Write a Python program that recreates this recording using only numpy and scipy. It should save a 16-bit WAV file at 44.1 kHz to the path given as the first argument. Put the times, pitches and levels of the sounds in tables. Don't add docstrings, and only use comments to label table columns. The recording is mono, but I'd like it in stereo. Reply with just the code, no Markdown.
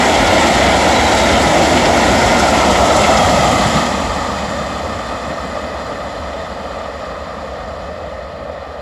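import sys
import numpy as np
from scipy import signal
from scipy.fft import rfft, irfft
from scipy.io import wavfile
from scipy.ndimage import uniform_filter1d, minimum_filter1d

SR = 44100
rng = np.random.default_rng(int(sys.argv[2]) if len(sys.argv) > 2 else 0)


def generate_wav(sig):
    pcm = np.round(np.clip(np.atleast_2d(sig).T, -1, 1) * 32767).astype(np.int16)
    wavfile.write(sys.argv[1], SR, pcm)


N = 388521

SPEED_M_S, TRACK_M, SOUND_M_S = 23, 7, 343
FRAME, HOP = 1024, 256
HZ = np.fft.rfftfreq(FRAME, 1 / SR)
TIMES = np.arange(-(-N // HOP) + 1) * HOP / SR


def gain_of(db):
    return 10 ** (np.asarray(db) / 20)


def evened(x):
    return x / np.sqrt(np.mean(x ** 2) + 1e-20)


def over_hz(table, hz=HZ):
    f, *columns = np.transpose(table)
    return np.array([np.interp(np.log(hz + 1), np.log(f + 1), c) for c in columns])


def over_time(table):
    s, *columns = np.transpose(table)
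    return np.array([np.interp(TIMES, s, c) for c in columns])


def above(edge_hz, order):
    return HZ ** order / (HZ ** order + edge_hz ** order)


def bell(hz, centre_hz, width_hz):
    return np.exp(-.5 * np.minimum(((hz - centre_hz) / width_hz) ** 2, 60))


def swell(t, s, length_s, db):
    return db * np.exp(-((t - s) / length_s) ** 2)


def white():
    return signal.stft(rng.standard_normal(N), nperseg=FRAME, noverlap=FRAME - HOP)[2].T


def patches(rate_hz, width_hz):
    shape = len(TIMES), len(HZ)
    fast = np.fft.fftfreq(shape[0], HOP / SR)[:, None] / rate_hz
    fine = np.fft.fftfreq(shape[1], HZ[1]) * width_hz
    spectrum = np.fft.fft2(rng.standard_normal(shape)) * np.exp(-fast ** 2 - fine ** 2)
    return evened(np.fft.ifft2(spectrum).real)


def doppler(abreast_s):
    along_m = SPEED_M_S * (TIMES - abreast_s)
    distance_m = np.hypot(along_m, TRACK_M)
    return distance_m, along_m / distance_m


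# f/Hz at rest, half width/Hz, level/dB over the roar
RINGS = [(1330, 49, 6), (1965, 23, 7.5), (2159, 67, 8), (2736, 56, 4.5), (3400, 90, 1), (3700, 79, -10),
         (4400, 34, 3), (5160, 110, -0.5), (7760, 330, 0)]
# t/s abreast, level/dB relative weight in the ringing
BOGIES = [(-0.12, 7), (0.4, 3), (0.92, 2), (1.43, 2.5), (1.95, 1), (2.47, -4), (3.0, -1.5)]
# t/s abreast, f/Hz at rest, half width/Hz, level/dB over the roar abreast
GLIDING_BANDS = [(0.38, 1350, 48, 9.5), (0.67, 3500, 50, 3), (0.98, 4000, 45, 1.5), (1.25, 3820, 39, 1),
                 (1.4, 3630, 60, 0), (1.35, 1310, 32, 11), (2.53, 1370, 25, 11.5), (2.4, 5200, 140, 0.5),
                 (2.5, 1340, 20, 9), (2.7, 740, 25, -3), (2.8, 1020, 40, 3), (3.2, 3700, 30, 3),
                 (3.4, 1250, 45, 7), (4.6, 3600, 56, 1), (3.1, 5300, 80, -1)]


def ringing(forward_db=1.0, wander=0.0016):
    abreast_s, db = np.transpose(BOGIES)[..., None]
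    distance_m, leaving = doppler(abreast_s)
    share = (gain_of(db - forward_db * leaving) / distance_m) ** 2
    share = share / share.sum(0)
    peaks = sum(gain_of(peak_db) ** 2 * bell(HZ, hz, width) for hz, width, peak_db in RINGS)
    wandering_hz = HZ * (1 + wander * patches(rate_hz=4.6, width_hz=960))
    at_rest_hz = wandering_hz * (1 + SPEED_M_S / SOUND_M_S * leaving)[..., None]
    power = 1 + (np.interp(at_rest_hz, HZ, peaks) * share[..., None]).sum(0)
    for s, hz, width, over_db in GLIDING_BANDS:
        distance_m, leaving = doppler(s)
        pitch_hz = hz / (1 + SPEED_M_S / SOUND_M_S * leaving[:, None])
        nearness = TRACK_M / distance_m[:, None]
        power += (gain_of(over_db) * nearness) ** 2 * bell(wandering_hz, pitch_hz, width)
    return np.sqrt(power)


def rattle(per_s=26, size_db=2.7, die_s=0.0077):
    chance, size, pitch = rng.random((len(TIMES), 3)).T
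    lifts_db = (chance < per_s * HOP / SR) * np.minimum(-np.log(size), 3) * size_db
    centre_hz = 1500 * 8 ** pitch[:, None]
    band = np.exp(-np.log2((HZ + 1) / centre_hz) ** 2)
    return signal.lfilter([1], [1, -np.exp(-HOP / SR / die_s)], lifts_db[:, None] * band, axis=0)


def fade(t, level_db, drop_at_m, drop_m, drop_db, ebb_db_per_m):
    beyond_m = SPEED_M_S * (t - BOGIES[-1][0]) - drop_at_m
    drop = drop_db * (1 + np.tanh(beyond_m / drop_m)) / 2
    return level_db - drop - ebb_db_per_m * np.maximum(beyond_m, 0)


FADES = {"rumble": (-1.5, 20.5, 4, 7, 0.17), "roar": (-0.5, 12.5, 14, 10, 0.0235),
         "hiss": (-1, 20.5, 3.5, 7.5, -0.0259)}
# t/s, half length/s, level/dB, f/Hz, half width/octaves
SURGES = [(0.29, 1.0, 1.5, 2200, 0.92), (0.5, 0.16, 7, 110, 0.61), (4.1, 0.28, 3.5, 900, 0.28),
          (1.9, 0.34, 3.5, 207, 0.66), (3.4, 0.5, 4, 750, 0.21), (3.76, 0.24, 1, 1600, .4),
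          (4, 0.14, -1, 770, 0.63), (1.07, 0.092, 1, 6100, 0.26), (3.05, .1, 2.5, 7600, 0.46),
          (4.14, 0.65, 3, 5000, 1.6), (8.6, 0.65, -2.5, 4400, 1.4), (8.1, 0.88, 8.5, 144, 0.44),
          (7.33, 0.5, 2.5, 1140, 0.27)]


def passing(rumble_hz=370, hiss_hz=2060):
    t, low, high = TIMES[:, None], 1 - above(rumble_hz, order=7), above(hiss_hz, order=2)
    db = low * fade(t, *FADES["rumble"])
    db = db + (1 - low - high) * fade(t, *FADES["roar"])
    db = db + high * fade(t, *FADES["hiss"])
    for s, length_s, lift_db, hz, octaves in SURGES:
        register = np.exp(-(np.log2((HZ + 1) / hz) / octaves) ** 2)
        db += swell(t, s, length_s, lift_db) * register
    return db


def holder_echo(behind, delay_ms=1.693, strength=0.27, hollow_hz=6300, hollow_width_hz=330, hollow_db=-4):
    echo = strength * behind * above(1700, order=4) * np.exp(-2j * np.pi * HZ * delay_ms / 10 ** 3)
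    hollow = np.exp(-((HZ - hollow_hz) / hollow_width_hz) ** 2)
    return abs(1 + echo) * gain_of(hollow_db * behind * hollow)


# f/Hz, response level/dB, left minus right level/dB (applied in the treble)
PORTS = [(1440, -0.5, 0.5), (1920, 0.5, -4), (2510, -4, -4), (3160, 2.5, 3.5), (4200, 3, -3.5),
         (5820, 1.5, -2), (6100, 1.5, -3), (7480, 0, -9), (8120, -1, -2), (9070, -10, 6), (9900, 2.5, 7),
         (11550, -2.2, 0.5), (14500.0, -2.5, -0.1)]
# f/Hz, likeness/(0-1)
LIKE_BESIDE = [(100, 0.87), (240, 0.97), (400, 0.7), (600, 0.83), (950, 0.52), (1230, 0.7), (1420, 0.47),
               (1620, 0.33), (1850, 0), (2200, 0.55), (2500, 0.3), (2800, 0.45), (3600, 0), (8000, 0)]
LIKE_BEHIND = [(250, 1), (380, 0.94), (650, 0.99), (840, 0.62), (980, .05), (1100, 0.088), (1220, 0.64),
               (1330, 0.47), (1850, 0.76), (2200, 0.5), (2420, 1), (2800, 0.1), (3050, 1), (3300, 0.15),
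               (3550, 0.48), (3850, .1), (4100, 0.53), (4400, .1), (4720, 0.31), (8000, 0.045)]
# t/s, left-port treble lag/ms
BEARING = [(0, 0.37), (2.6, 0.42), (2.9, 0.2), (3.1, 0.071)]


def at_ports(field, behind, bass_lag=0.54):
    like = np.clip((1 - behind) * over_hz(LIKE_BESIDE) + behind * over_hz(LIKE_BEHIND), 0, 1)
    lag_share = bass_lag + (1 - bass_lag) * above(840, order=6)
    lag_ms = over_time(BEARING).T * lag_share
    right = white()
    left = like * right + np.sqrt(1 - like ** 2) * white()
    left = left * np.exp(-2j * np.pi * HZ * lag_ms / 10 ** 3)
    response_db, balance_db = over_hz(PORTS)
    balance_db = balance_db * above(1200, order=6)
    pair = np.array([left * gain_of(balance_db / 2), right * gain_of(-balance_db / 2)])
    z = pair * field * gain_of(response_db)
    return signal.istft(z.transpose(0, 2, 1), nperseg=FRAME, noverlap=FRAME - HOP)[1][:, :N]


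# f/Hz, level/dB oncoming, level/dB abreast, level/dB going away, level/dB far off
ROLLING = [(129, -6, -1, -2, 4.5), (235, 6.5, 5, 8.5, 8), (279, 1.5, 2.5, -4.5, 1), (333, 6, 0, -2, -3.5),
           (411, -2, -5, -2.5, -2.5), (558, 5.5, 9.5, 5.5, 7.5), (660, 8.5, 8, 5.5, 4),
           (944, 5.5, 2.5, -2, -11.5), (1023, 2, -6.5, -1.5, -6.5), (1110, -3.5, -1, 1, -7),
           (1617, -5.5, -9.5, -9.5, -16.5), (2370, -9.5, -9, -14.5, -23.5), (4450, -16.5, -17, -20.5, -30),
           (7460, -17, -17.5, -23.5, -41.5), (14940, -38.5, -39, -45, -59)]
SIDE_TIMES = [2.3, 3.3, 4.5, 8.4]
# f/Hz, half width/Hz, level/dB
FAR_RINGS = [(221.5, 18, 1), (298, 13, 6), (373, 32, -5.5), (910, 55, 3), (1795, 25, 3), (2220, 65, -0.5),
             (2510, 55, 5), (2690, 50, 1), (3100, 150, -0.5), (3600, 130, 0.9), (3940, 64, -1),
             (4380, 70, -2), (4780, 380, 1), (4900, 60, -1.5), (5900, 45, 1), (6160, 110, -1)]


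def rolling(flutter_db=0.63, scrape_db=0.5, air_db=0.5, lumps_db=0.5, far_blur=.85):
    sides = np.array([np.interp(TIMES, SIDE_TIMES, one) for one in np.eye(len(SIDE_TIMES))]).T
    behind = sides[:, 2:].sum(1, keepdims=True)
    db = sides @ over_hz(ROLLING) + passing()
    db += flutter_db * patches(rate_hz=23, width_hz=1500)
    db += scrape_db * patches(rate_hz=47, width_hz=11000) * above(1800, order=2)
    db += lumps_db * patches(rate_hz=31, width_hz=440) * (1 - above(2000, order=4)) * (1 - behind)
    db += behind * sum(ring_db * bell(HZ, hz, width) for hz, width, ring_db in FAR_RINGS)
    db += air_db * patches(rate_hz=4.6, width_hz=93) * behind
    db += rattle() * (1 - far_blur * behind)
    low_edge_hz = sides @ np.array([[84], [84], [100], [120]])
    field = gain_of(db) * ringing() * holder_echo(behind) * above(low_edge_hz, order=8)
    return at_ports(field, behind)


# t/s, half length/s, level/dB
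BOOM_SWELLS = [(0, 0.14, -5), (.24, 0.043, 6), (0.498, .04, -6), (.64, 0.091, 4.5), (1.03, .05, 5),
               (1.117, 0.035, -3), (1.35, 0.16, 3.5), (1.528, 0.042, -3), (2.11, 0.04, 6),
               (2.298, 0.052, 4), (2.764, .06, 5.5), (3.24, 0.041, 7), (3.613, .13, 1), (3.867, 0.083, -4),
               (4.08, 0.052, 5), (4.903, 0.052, 6), (5.3, 0.18, -1), (6.24, 0.045, 7), (7.85, 0.54, 2.5)]
# level/dB alongside, mid-drop/m, drop half length/m, drop/dB, ebb/(dB/m)
BOOM_FADE = (-24, 21, 14, 6.3, .056)


def throb(t, rate_hz=4, spread_hz=2.0, depth_db=0.1):
    off = (np.fft.rfftfreq(N, 1 / SR) - rate_hz) / spread_hz
    throb_db = depth_db * evened(irfft(rfft(rng.standard_normal(N)) * np.exp(-off ** 2), N))
    swells_db = sum(swell(TIMES, *row) for row in BOOM_SWELLS)
    return fade(t, *BOOM_FADE) + throb_db + np.interp(t, TIMES, swells_db)


# f/Hz, relative level/dB
BOOM_SHAPE = [(10, -45), (22, -22), (33, -37), (48, 0), (62, 1.5), (70, 7), (78, 3), (92, -0.5), (115, -4),
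              (150, -37), (250, -100)]


def boom(apart=0.1, overtone_hz=88, overtone_far_db=-8):
    t, hz = np.arange(N) / SR, np.fft.rfftfreq(N, 1 / SR)
    shape = gain_of(over_hz(BOOM_SHAPE, hz))
    mid, side = evened(irfft(rfft(rng.standard_normal((2, N))) * shape, N))
    mid = mid / np.sqrt(uniform_filter1d(mid ** 2, size=5500))
    overtones = irfft(rfft(mid) * (hz > overtone_hz), N)
    overtone_db = np.interp(t, [4.5, 6.5], [0, overtone_far_db])
    mid = mid - overtones + overtones * gain_of(overtone_db)
    side = side * apart * np.interp(t, [3, 4.2], [1, .25])
    return gain_of(throb(t)) * np.array([mid + side, mid - side])


# t/s, f/Hz, waver/Hz, level/dB
SQUEALS = [(.15, 3360, 22, -19), (.25, 3400, 26, -29), (.41, 3600, 20, -22), (.665, 3320, 29, -21),
           (.68, 3990, 25, -25), (.96, 3960, 55, -22), (1.05, 3950, 22, -25), (1.1, 3130, 49, -25),
           (1.25, 3760, 20, -26), (1.36, 3130, 53, -20), (3.021, 3150, 22, -25), (3.08, 3430, 27, -27),
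           (3.2, 3290, 30, -25)]


def squeals(length_s=0.026, sag_hz_per_s=700):
    t, out = np.arange(N) / SR, np.zeros((2, N))
    waver = evened(uniform_filter1d(rng.standard_normal((2, N)), size=150))
    for s, hz, waver_hz, db in SQUEALS:
        near = abs(t - s) < .15
        age = t[near] - s
        pitch_hz = hz - sag_hz_per_s * age + waver_hz * waver[:, near]
        turns = np.cumsum(pitch_hz, axis=1) / SR
        envelope = np.exp(-(age / length_s) ** 2)
        out[:, near] += np.sqrt(2) * gain_of(db) * envelope * np.sin(2 * np.pi * turns)
    return out


# t/s, level/dB
KNOCKS = [(.482, -25), (.866, -17), (1.035, -12), (1.845, -22), (1.972, -15), (2.08, -8), (2.131, -12),
          (2.177, -16), (2.283, -17), (2.402, -13), (2.436, -15), (2.588, -24), (2.905, -11), (3.177, -19),
          (3.433, -11), (3.527, -10), (3.611, -16)]
# f/Hz at rest, half width/Hz, relative level/dB
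KNOCK_MODES = [(1300, 70, 15), (1620, 250, -11), (2140, 240, 0)]


def knocks(rise_s=0.0017, die_s=0.01):
    age = np.arange(SR // 8) / SR
    hz = np.fft.rfftfreq(len(age), 1 / SR)
    envelope = np.minimum(age / rise_s, 1) * np.exp(-np.maximum(age - rise_s, 0) / die_s)
    leaving, out = doppler(BOGIES[-1][0])[1], np.zeros((2, N))
    for s, db in KNOCKS:
        at_rest_hz = hz * (1 + SPEED_M_S / SOUND_M_S * np.interp(s, TIMES, leaving))
        modes = sum(gain_of(mode_db) * bell(at_rest_hz, centre, width)
                    for centre, width, mode_db in KNOCK_MODES)
        ring = evened(irfft(rfft(rng.standard_normal((2, len(age)))) * modes, len(age)))
        out[:, round(s * SR):][:, :len(age)] += gain_of(db) * envelope * ring
    return out


# t/s, f/Hz, level/dB
THUMPS = [(.56, 126, -22), (1.48, 150, -20), (1.762, 240, -14), (2.69, 215, -19), (3.19, 200, -20),
          (3.334, 190, -16), (3.398, 140, -20), (3.682, 135, -16.5), (3.769, 185, -15), (4.49, 180, -26),
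          (4.599, 160, -28), (5.298, 160, -32)]


def thumps(length_s=0.021, width_hz=32):
    t = np.arange(-SR // 10, SR // 10) / SR
    hz, out = np.fft.rfftfreq(len(t), 1 / SR), np.zeros(N)
    envelope = np.exp(-(t / length_s) ** 2)
    for s, centre_hz, db in THUMPS:
        noise = rfft(rng.standard_normal(len(t))) * bell(hz, centre_hz, width_hz)
        burst = evened(envelope * irfft(noise, len(t))) * np.sqrt(np.mean(envelope ** 2))
        out[round((s + t[0]) * SR):][:len(t)] += gain_of(db) * burst
    return out


def scene():
    return rolling() + boom() + squeals() + knocks() + thumps()


def record(dry, ceiling=0.9, edge_hz=15300):
    needed = np.minimum(1, ceiling / (abs(dry) + 1e-9))
    gain = uniform_filter1d(minimum_filter1d(needed, size=61, axis=1), size=61, axis=1)
    lowpass = signal.firwin(511, edge_hz, window=("kaiser", 9), fs=SR)
    return signal.oaconvolve(dry * gain, lowpass[None], "same")


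dry = scene()
out = record(dry)
generate_wav(out)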